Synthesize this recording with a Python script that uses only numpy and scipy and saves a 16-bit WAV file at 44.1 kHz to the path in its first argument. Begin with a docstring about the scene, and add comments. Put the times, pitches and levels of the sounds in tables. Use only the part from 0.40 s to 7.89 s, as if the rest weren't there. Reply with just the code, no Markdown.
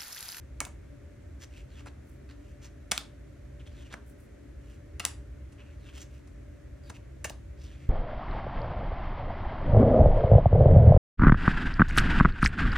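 """Stiff paper cards are drawn off a deck, turned over and laid on a pile on a wooden table in a small room.
Each card rasps as it slides, clacks as its edge lands, and snaps flat when the thumb lets the bent corner go.
All card sounds are random clicks shaped by the card's resonances. Two closely spaced microphone ports
above the table pick them up with wall echoes, a low rumble and a faint machine hum."""
import sys
import numpy as np
from scipy import signal
from scipy.fft import rfft, irfft, next_fast_len
from scipy.io import wavfile

SR = 44100
rng = np.random.default_rng(int(sys.argv[2]) if len(sys.argv) > 2 else 0)


def master(y):
    """Save y as 16-bit WAV."""
    cut = np.clip(np.atleast_2d(y).T, -1, 1)
    pcm = np.round(cut * 32767)  # scale
    wavfile.write(sys.argv[1], SR, pcm.astype(np.int16))


N = 330309

# Frequencies in Hz at which a contact's colour and band levels are given. 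Card levels are relative.
CONTACT_HZ = [700, 1900, 4200, 8100, 14000]


def landings():
    """A card meets the pile edge first, slaps down on its face, then settles."""
    # Each row: slap time in s, clack, crack and sizzle in dB, clack and crack t60 in s, edge lead in s,
    # edge in dB, settling delay in s, thud in dB, thud pitch in Hz, echo delay in s, mode lifts in dB.
    rows = [(0.204, -42.5, -43, -43, 0.053, 0.0029, 0.0009, -64, .009, -43.5, 960, .00228, [-10, -5, 6, 5, 2.5, 9, -2, -3, 3.5]),
            (2.5164, -38.5, -31.5, -38.5, 0.059, 0.024, 0.0034, -52, 0.0029, -44.5, 760, .00146, [-6, 1.5, 2, 1, 3.5, 7.5, 0, 6, -0.5]),
            (4.6006, -48.5, -43.5, -61, 0.044, 0.0324, .0042, -54.5, 0.0034, -58.5, 700, 0.00142, [10, 7, -3, 5, -1, 3, 10.5, -1, -1.5]),
            (6.8450, -46.5, -48, -53.5, 0.026, 0.084, 0.0018, -55, 0.0048, -43.5, 560, .0018, [3, 2, -9, -2, 10, 7, 11, -4, 6])]
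    # Each row: card resonance in Hz, width in Hz.
    card_modes = [(310, 51), (700, 177), (950, 120), (1350, 210), (1780, 170), (2220, 120), (2800, 240),
                  (3500, 570), (6400, 700)]
    edge_colour_db = [2.9, 0.99, 3.4, 9.9, 3.65]
    face_colour_db = [1.5, 1.5, -5, 8, -2.5]
    edge_t60_s = (0.033, 0.034)  # ring, crack
    out = np.zeros(N)
    for (at_s, clack_db, crack_db, sizzle_db, ring_t60_s, crack_t60_s, lead_s, edge_db,
         settle_s, thud_db, thud_hz, echo_s, lifts_db) in rows:
        modes = [(hz, db, width_hz) for (hz, width_hz), db in zip(card_modes, lifts_db)]
        contact(out, at_s - lead_s, np.add(edge_colour_db, edge_db), *edge_t60_s, modes, echo_s)
        face_db = np.add(face_colour_db, [clack_db, clack_db, crack_db, sizzle_db, sizzle_db])
        contact(out, at_s, face_db, ring_t60_s, crack_t60_s, modes, echo_s)
        thud(out, at_s + settle_s, thud_db, thud_hz, echo_s)
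    return out


def snaps():
    """The thumb lets the bent corner go; it cracks flat and settles."""
    # Each row: time in s, level in dB, corner pitch in Hz, crack t60 in s, settling delay in s,
    # thud in dB, thud pitch in Hz, echo delay in s.
    rows = [(0.251, -57.5, 8000, 0.022, 0.016, -51, 1170, .0011),
            (2.5778, -43.5, 3600, 0.0082, 0.0044, -65, 1300, .00085),
            (4.6512, -39, 7000, 0.013, 0.00302, -54, 1198, 0.001056),
            (6.8968, -58, 5500, .02, 0.0056, -48, 900, 0.001)]
    # Each row: corner resonance in Hz, lift in dB, width in Hz.
    corner_modes = [(2700, 3.5, 310), (3584, 2.5, 590)]
    colour_db = [-2, -.5, -1.5, 0, 0.5]
    lift_db, width_octaves, ring_t60_s = 8.5, 0.7, 0.0186
    out = np.zeros(N)
    for at_s, db, corner_hz, crack_t60_s, settle_s, thud_db, thud_hz, echo_s in rows:
        octaves = np.log2(np.divide(CONTACT_HZ, corner_hz))
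        corner_db = lift_db * np.exp(-(octaves / width_octaves) ** 2)
        band_db = np.add(colour_db, db + corner_db)
        contact(out, at_s, band_db, ring_t60_s, crack_t60_s, corner_modes, echo_s, slap=6)
        thud(out, at_s + settle_s, thud_db, thud_hz, echo_s)
    return out


def thud(out, at_s, db, pitch_hz, echo_s, lift_db=7.5, width_hz=510):
    """Add the dull contact of a card settling flat on the pile."""
    colour_db = [3, -18, -23, -20, -10.5]
    t60_s = (.032, .026)  # ring, crack
    contact(out, at_s, np.add(colour_db, db), *t60_s, [(pitch_hz, lift_db, width_hz)], echo_s)


def taps(lift_db=6, width_hz=300):
    """Nails and card edges tap the deck or pile, ringing one resonance set by where they land."""
    # Each row: time in s, low clack in dB, high crack in dB, t60 in s, resonance in Hz.
    rows = [(1.4042, -67, -74, 0.047, 1200), (1.458, -57, -67.5, 0.056, 1320),
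            (1.468, -56, -66, 0.061, 2590), (3.269, -76, -72, 0.066, 3300), (3.525, -72, -62, 0.056, 3700),
            (3.5388, -48, -61, 0.022, 1448), (4.6621, -52.5, -55.5, 0.0083, 3220),
            (5.1226, -73, -70.5, 0.079, 3000), (5.8733, -75, -72.5, .05, 2600),
            (6.4959, -66, -58.5, 0.049, 6250), (6.5, -53.5, -61, 0.026, 910),
            (6.8527, -53, -50, 0.019, 6400)]
    colour_db = [6.5, -2, -4, 1, -10]
    out = np.zeros(N)
    for at_s, clack_db, crack_db, t60_s, pitch_hz in rows:
        band_db = np.add(colour_db, [clack_db, clack_db, crack_db, crack_db, crack_db])
        contact(out, at_s, band_db, t60_s, t60_s, [(pitch_hz, lift_db, width_hz)], echo_s=0.0019)
    return out


def contact(out, at_s, band_db, ring_t60_s, crack_t60_s, modes, echo_s, slap=4):
    """Add a touch, a slap and chatter dying to rest; the low bending waves arrive after the crack."""
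    touch_s, bend_lag_s, crossover_hz = 0.0003, 0.00036, 2417
    t = np.arange(4096) / SR
    hz = np.fft.rfftfreq(len(t), 1 / SR)
    attack = np.minimum(t / touch_s, 1) ** 2
    response = hit_response(hz, band_db, modes, echo_s)
    ring_share = 1 / (1 + ((hz + 1) / crossover_hz) ** 6)
    for share, t60_s, lag_s in ((ring_share, ring_t60_s, bend_lag_s), (1 - ring_share, crack_t60_s, 0)):
        chatter = grains(len(t), per_s=12000, spread_db=-0.5)
        chatter[int(touch_s * SR)] = slap  # in units of the chatter's rms
        gain = response * np.sqrt(share) + 1e-7
        burst = minimum_phase(chatter * attack * decay(t, t60_s), gain)
        energy = np.mean(gain ** 2) * (SR / 2000) * (SR / 100)  # gain as rms per kHz over 10 ms
        add(out, at_s + lag_s, np.sqrt(energy) * unit_energy(burst))


def hit_response(hz, band_db, modes, echo_s, echo_gain=0.21):
    """Gain of a hit: tone colour, the card's resonances and a near echo off the table or hand."""
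    # Tone colour of the card hits as picked up, with a dip near 12.5 kHz.
    # Each row: frequency in Hz, gain in dB.
    hit_colour = [(60, -12.5), (200, 3.5), (400, -5.5), (700, -1.5), (1300, 2.5), (2000, 2.5), (2600, 3.5),
                  (3600, 1), (6000, 0.5), (8000, -2.5), (10500, -1.5), (11900, -12), (13000, -14),
                  (14600, -5), (16400, -19)]
    tone_db = at_hz(list(zip(CONTACT_HZ, band_db)), hz) + at_hz(hit_colour, hz)
    comb = np.abs(1 + echo_gain * np.exp(-2j * np.pi * hz * echo_s)) / np.hypot(1, echo_gain)
    return from_db(tone_db + resonances_db(modes, hz)) * comb


def slide(strokes, rise_share, colour_db, sing_db, glide_octaves, width_share):
    """Card friction: grains swell with speed and judder; the free length sets a gliding resonance."""
    # Each stroke: fastest moment in s, length in s, level in dB, tilt in dB per octave, resonance in Hz.
    band_hz = [1400, 3000, 6300, 11200]  # where colour_db is given
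    # Each row: frequency in Hz, rasp gain in dB.
    rasp_colour = [(300, -6), (700, -3.5), (1400, 2.5), (4500, 2.5), (9000, 7), (12600, 4.5), (15000, -2.5)]
    # A rubbed card lying on others. Each row: resonance in Hz, lift in dB, width in Hz.
    rubbed_modes = [(1780, 1.8, 490), (2716, 3.9, 450), (3350, 3, 300), (4300, 1.8, 400), (5900, 3.1, 510),
                    (7430, 4, 360)]
    judder_db, judder_per_s, scatter_db, pivot_hz = 1.5, 150, 1.5, 2000
    octaves = np.log2(np.array(band_hz) / pivot_hz)
    out = np.zeros(N)
    for fastest_s, length_s, db, tilt_db, pitch_hz in strokes:
        t = np.arange(-rise_share * length_s, (1 - rise_share) * length_s, 1 / SR)
        hz = np.fft.rfftfreq(len(t), 1 / SR)
        speed = np.interp(t, [t[0], 0, t[-1]], [0, 1, 0])
        grip = np.interp((t - t[0]) * judder_per_s, np.arange(200), rng.standard_normal(200))
        envelope = speed ** 0.82 * from_db(judder_db * grip)
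        friction = grains(SR, per_s=2400, spread_db=-0.3)[:len(t)]
        spectrum = list(zip(band_hz, db + np.array(colour_db) + tilt_db * octaves))
        modes = [(mode_hz, lift_db + scatter_db * rng.standard_normal(), width_hz)
                 for mode_hz, lift_db, width_hz in rubbed_modes]
        rasp_db = at_hz(spectrum, hz) + at_hz(rasp_colour, hz) + resonances_db(modes, hz)
        rasp = irfft(rfft(friction) * from_db(rasp_db), len(t)) * np.sqrt(SR / 2000)
        centre_hz = pitch_hz * 2 ** (glide_octaves * np.linspace(-.5, .5, len(t)))
        sing = gliding_resonance(friction, centre_hz, width_share * pitch_hz)
        sing *= from_db(at_hz(spectrum, centre_hz) + sing_db)
        add(out, fastest_s + t[0], envelope * (rasp + sing))
    return out


def rubs():
    """Fingertips rub the top of the deck."""
    # Here and in the next four functions: stroke rows, then the remaining arguments of slide().
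    strokes = [(1.186, 0.13, -65, 2, 2660), (2.1, 0.22, -82, 5.5, 2670), (3.213, 0.034, -62.5, -2.5, 2980),
               (3.275, 0.026, -60.5, -1, 3440), (4.32, 0.2, -77, 5, 2700), (5.2, 0.035, -61.5, -5, 2680),
               (5.219, 0.034, -62, -7, 2700), (5.31, .2, -72.5, -2.5, 2560),
               (5.495, 0.058, -64.5, -1.5, 2650), (5.761, 0.14, -78, 5.5, 2570),
               (6.565, 0.045, -62, 1.5, 2570), (7.25, 0.13, -68, 2.5, 5100), (7.31, 0.2, -68.5, 1, 3400),
               (7.43, 0.23, -70.5, -0.5, 2220)]
    timbre = (0.68, [-0.5, -1, -9, -23], 6.5, -0.12, 0.39)
    return slide(strokes, *timbre)


def pulls():
    """The top card is pulled off the deck; its resonance falls as more of it comes free."""
    strokes = [(1.375, 0.17, -67.5, -0.26, 3400), (3.42, 0.25, -67.5, -0.18, 3500),
               (5.5, 0.22, -68.5, -0.056, 3300)]
    timbre = (0.59, [0, -1, -7.5, -21], 5.1, -1.2, 0.22)
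    return slide(strokes, *timbre)


def scrapes():
    """A card's edge scrapes over its neighbours or past the thumb."""
    strokes = [(1.032, 0.062, -62, 2, 6100), (1.397, 0.052, -65, -2.5, 2920), (1.482, .02, -63, -1, 4150),
               (1.912, 0.048, -63.5, -3, 4200), (2.253, 0.076, -65, 1, 6100),
               (2.565, 0.05, -56.5, 1.5, 3800), (3.53, 0.05, -58, -4, 3430),
               (4.644, 0.027, -55.5, -2, 1270), (5.58, 0.085, -63, 1.5, 3030),
               (5.62, 0.058, -63.5, 3.5, 6540)]
    timbre = (.6, [5.5, 1.5, -2, -16], 4, -0.14, 0.32)
    return slide(strokes, *timbre)


def brushes():
    """The card brushes the skin as it is turned over."""
    strokes = [(1.7, 0.2, -90, 0, 9000), (3.69, 0.095, -83.5, 0, 9000), (3.811, 0.11, -86, 0, 9000)]
    timbre = (0.41, [-2, -13, 1, 7], 0, .2, .25)
    return slide(strokes, *timbre)


def squeaks():
    """The card squeaks thinly as it swivels between the fingers."""
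    strokes = [(6.453, 0.088, -66, 0, 4650), (6.478, 0.05, -68.5, 0, 3760)]
    timbre = (0.3, [-1, -5, -12, -19], 12, -0.09, 0.12)
    return slide(strokes, *timbre)


def cards():
    """The cards' sound in one direction; the fine grain differs for each direction."""
    hits = landings() + snaps() + taps()
    slides = rubs() + pulls() + scrapes() + brushes() + squeaks()
    return from_db(0.12) * hits + from_db(-4.5) * slides


def grains(size, per_s, spread_db):
    """Paper fibres catch and let go: random clicks of uneven strength, rms 1."""
    strength = from_db(spread_db * np.minimum(rng.exponential(1, size), 4))
    return unit_rms(strength * rng.standard_normal(size) * (rng.random(size) < per_s / SR))


def gliding_resonance(x, centre_hz, width_hz):
    """Ring x in one resonance with a moving centre; rms 1."""
    carrier = np.exp(2j * np.pi * np.cumsum(centre_hz) / SR)
    pole = np.exp(-np.pi * width_hz / SR)
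    baseband = signal.lfilter([1], [1, -2 * pole, pole * pole], x / carrier)
    return unit_rms((baseband * carrier).real)


def resonances_db(modes, hz):
    """Summed lift of resonance peaks at each frequency."""
    return sum(db / (1 + (2 * (hz - pitch_hz) / width_hz) ** 2) for pitch_hz, db, width_hz in modes)


def minimum_phase(x, gain):
    """Filter by a gain curve, folding its cepstrum so that nothing sounds early."""
    size = len(x)
    fold = np.r_[1, np.full(size // 2 - 1, 2), 1, np.zeros(size // 2 - 1)]
    cepstrum = irfft(np.log(gain), size) * fold
    return irfft(rfft(x) * np.exp(rfft(cepstrum)), size)


def ports(x):
    """Direct sound reaches the two ports slightly out of step."""
    # Each row: frequency in Hz, lead of the left port in radians.
    phase_lead = [(500, 0.97), (2100, 0.3), (3300, 0.94), (6800, -1.58), (16000, -1.35)]
    size = next_fast_len(N + SR // 10)
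    hz = np.fft.rfftfreq(size, 1 / SR)
    left = irfft(rfft(x, size) * np.exp(1j * at_hz(phase_lead, hz)), size)[:N]
    return np.array([left, x])


def wall_echoes(x, gap_s=0.0014, build_up_s=0.0045, likeness=0.62):
    """Dense echoes build up after a short gap and die soonest in the top treble."""
    # Each row: frequency in Hz, level against the direct sound in dB, t60 in s.
    reverb = [(256.6, -7.5, 0.19), (822, -7, 0.29), (2500, -9.5, 0.28), (6700, -10.5, 0.24),
              (10880, -13.5, 0.24), (14350, -11, 0.09)]
    edges_hz = np.geomspace(180, 16400, 21)
    t = np.arange(SR // 2) / SR
    onset = np.clip((t - gap_s) / build_up_s, 0, 1)
    response = 0
    for low_hz, high_hz in zip(edges_hz, edges_hz[1:]):
        centre_hz = np.sqrt(low_hz * high_hz)
        band_share = (high_hz - low_hz) / (SR / 2)
        bandpass = signal.butter(2, [low_hz, high_hz], "band", fs=SR, output="sos")
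        tail = rng.standard_normal((2, len(t))) * onset * decay(t, at_hz(reverb, centre_hz, column=2))
        pair = unit_energy(stereo(*signal.sosfilt(bandpass, tail), likeness))
        response += from_db(at_hz(reverb, centre_hz)) * np.sqrt(2 * band_share) * pair
    return signal.fftconvolve(x[None], response, axes=1)[:, :N]


def rumble(top_hz=160):
    """Low room noise that swells and sinks."""
    # Each row: frequency in Hz, relative density in dB.
    spectrum = [(15, -40), (25, -41), (33, -30), (44, -12.5), (54, -1), (66, -1.5), (84, -5.5), (98, -13),
                (125, -15), (160, -27)]
    # Each row: time in s, rms level in dB.
    levels = [(0, -46), (1.3, -48), (2.25, -47.5), (2.8, -47.5), (3.45, -44), (3.6, -51.5), (4.0, -50.5),
              (4.15, -46), (6.2, -46.5), (7.4, -43)]
    swell_db = np.interp(np.arange(N) / SR, *np.transpose(levels))
    return from_db(swell_db) * diffuse(lambda hz: from_db(at_hz(spectrum, hz)) * (hz < top_hz))


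def air(rms_db=-56.5):
    """Soft, steady air noise."""
    # Each row: frequency in Hz, relative density in dB.
    spectrum = [(90, -20), (170, -2), (320, 0), (480, -10.5), (630, -10), (800, -20), (1000, -21.5),
                (1600, -18), (2050, -18.5), (2900, -27.5), (5000, -32.5), (6500, -30.5), (13000, -42.5),
                (16000, -60)]
    return from_db(rms_db) * diffuse(lambda hz: from_db(at_hz(spectrum, hz)))


def machine_hum():
    """A distant machine: narrow noise bands heard as wavering tones."""
    # Each row: frequency in Hz, rms level in dB, half-width in Hz, left minus right in dB.
    lines = [(117.2, -61.5, 6.7, 1.5), (131.5, -60, 3.7, 1), (289.5, -63.5, 4.6, 7),
             (405.8, -69.5, 3.84, 1), (542.5, -73.5, 10, 6), (583.2, -65.5, 7.23, -1)]
    out = 0
    for line_hz, db, width_hz, pan_db in lines:
        tone = diffuse(lambda hz: 1 / (1 + ((hz - line_hz) / width_hz) ** 2))
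        out += from_db([[db + pan_db / 2], [db - pan_db / 2]]) * tone
    return out


def diffuse(gain_at):
    """Steady room noise of a given spectrum, partly alike at the two ports; rms 1."""
    # Each row: frequency in Hz, left-right likeness from 0 to 1.
    likeness = [(60, 1), (130, 0.95), (290, 0.43), (640, 0), (1400, 0.83), (3100, 0.3), (7000, 0.17),
                (15000, 1)]
    size = next_fast_len(N)
    hz = np.fft.rfftfreq(size, 1 / SR)
    mid, side = rfft(rng.standard_normal((2, size))) * gain_at(hz)
    return unit_rms(irfft(stereo(mid, side, at_hz(likeness, hz)), size)[:, :N])


def stereo(mid, side, likeness):
    """Left and right from two independent noises, correlated by likeness."""
    return np.sqrt(1 + likeness) * mid + np.sqrt(1 - likeness) * side * [[1], [-1]]


def from_db(db):
    """Decibels to gain."""
    return 10 ** (np.asarray(db) / 20)


def unit_rms(x):
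    """Scale to rms 1."""
    return x / np.sqrt(np.mean(x ** 2) + 1e-20)


def unit_energy(x):
    """Scale to energy 1."""
    return x / np.sqrt(np.sum(x ** 2) + 1e-20)


def at_hz(points, hz, column=1):
    """Interpolate a table column over log frequency."""
    points = np.array(points)
    return np.interp(np.log(np.maximum(hz, 1)), np.log(points[:, 0]), points[:, column])


def decay(t, t60_s):
    """Envelope falling 60 dB in t60_s."""
    return np.exp(-np.log(1000) * t / t60_s)


def add(track, at_s, sound):
    """Mix a short sound into the track."""
    start = max(int(at_s * SR), 0)
    track[start:start + len(sound)] += sound[:N - start]


def scene():
    """Close cards, their echoes off walls in three directions, and the room's own noise."""
    echoes = sum(wall_echoes(cards()) for _ in range(3)) / np.sqrt(3)
    return ports(cards()) + echoes + rumble() + air() + machine_hum()


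def record(dry):
    """Steep low-pass at 16.4 kHz."""
    return signal.sosfilt(signal.ellip(10, .2, 70, 16400, fs=SR, output="sos"), dry)


dry = scene()
out = record(dry)
master(out)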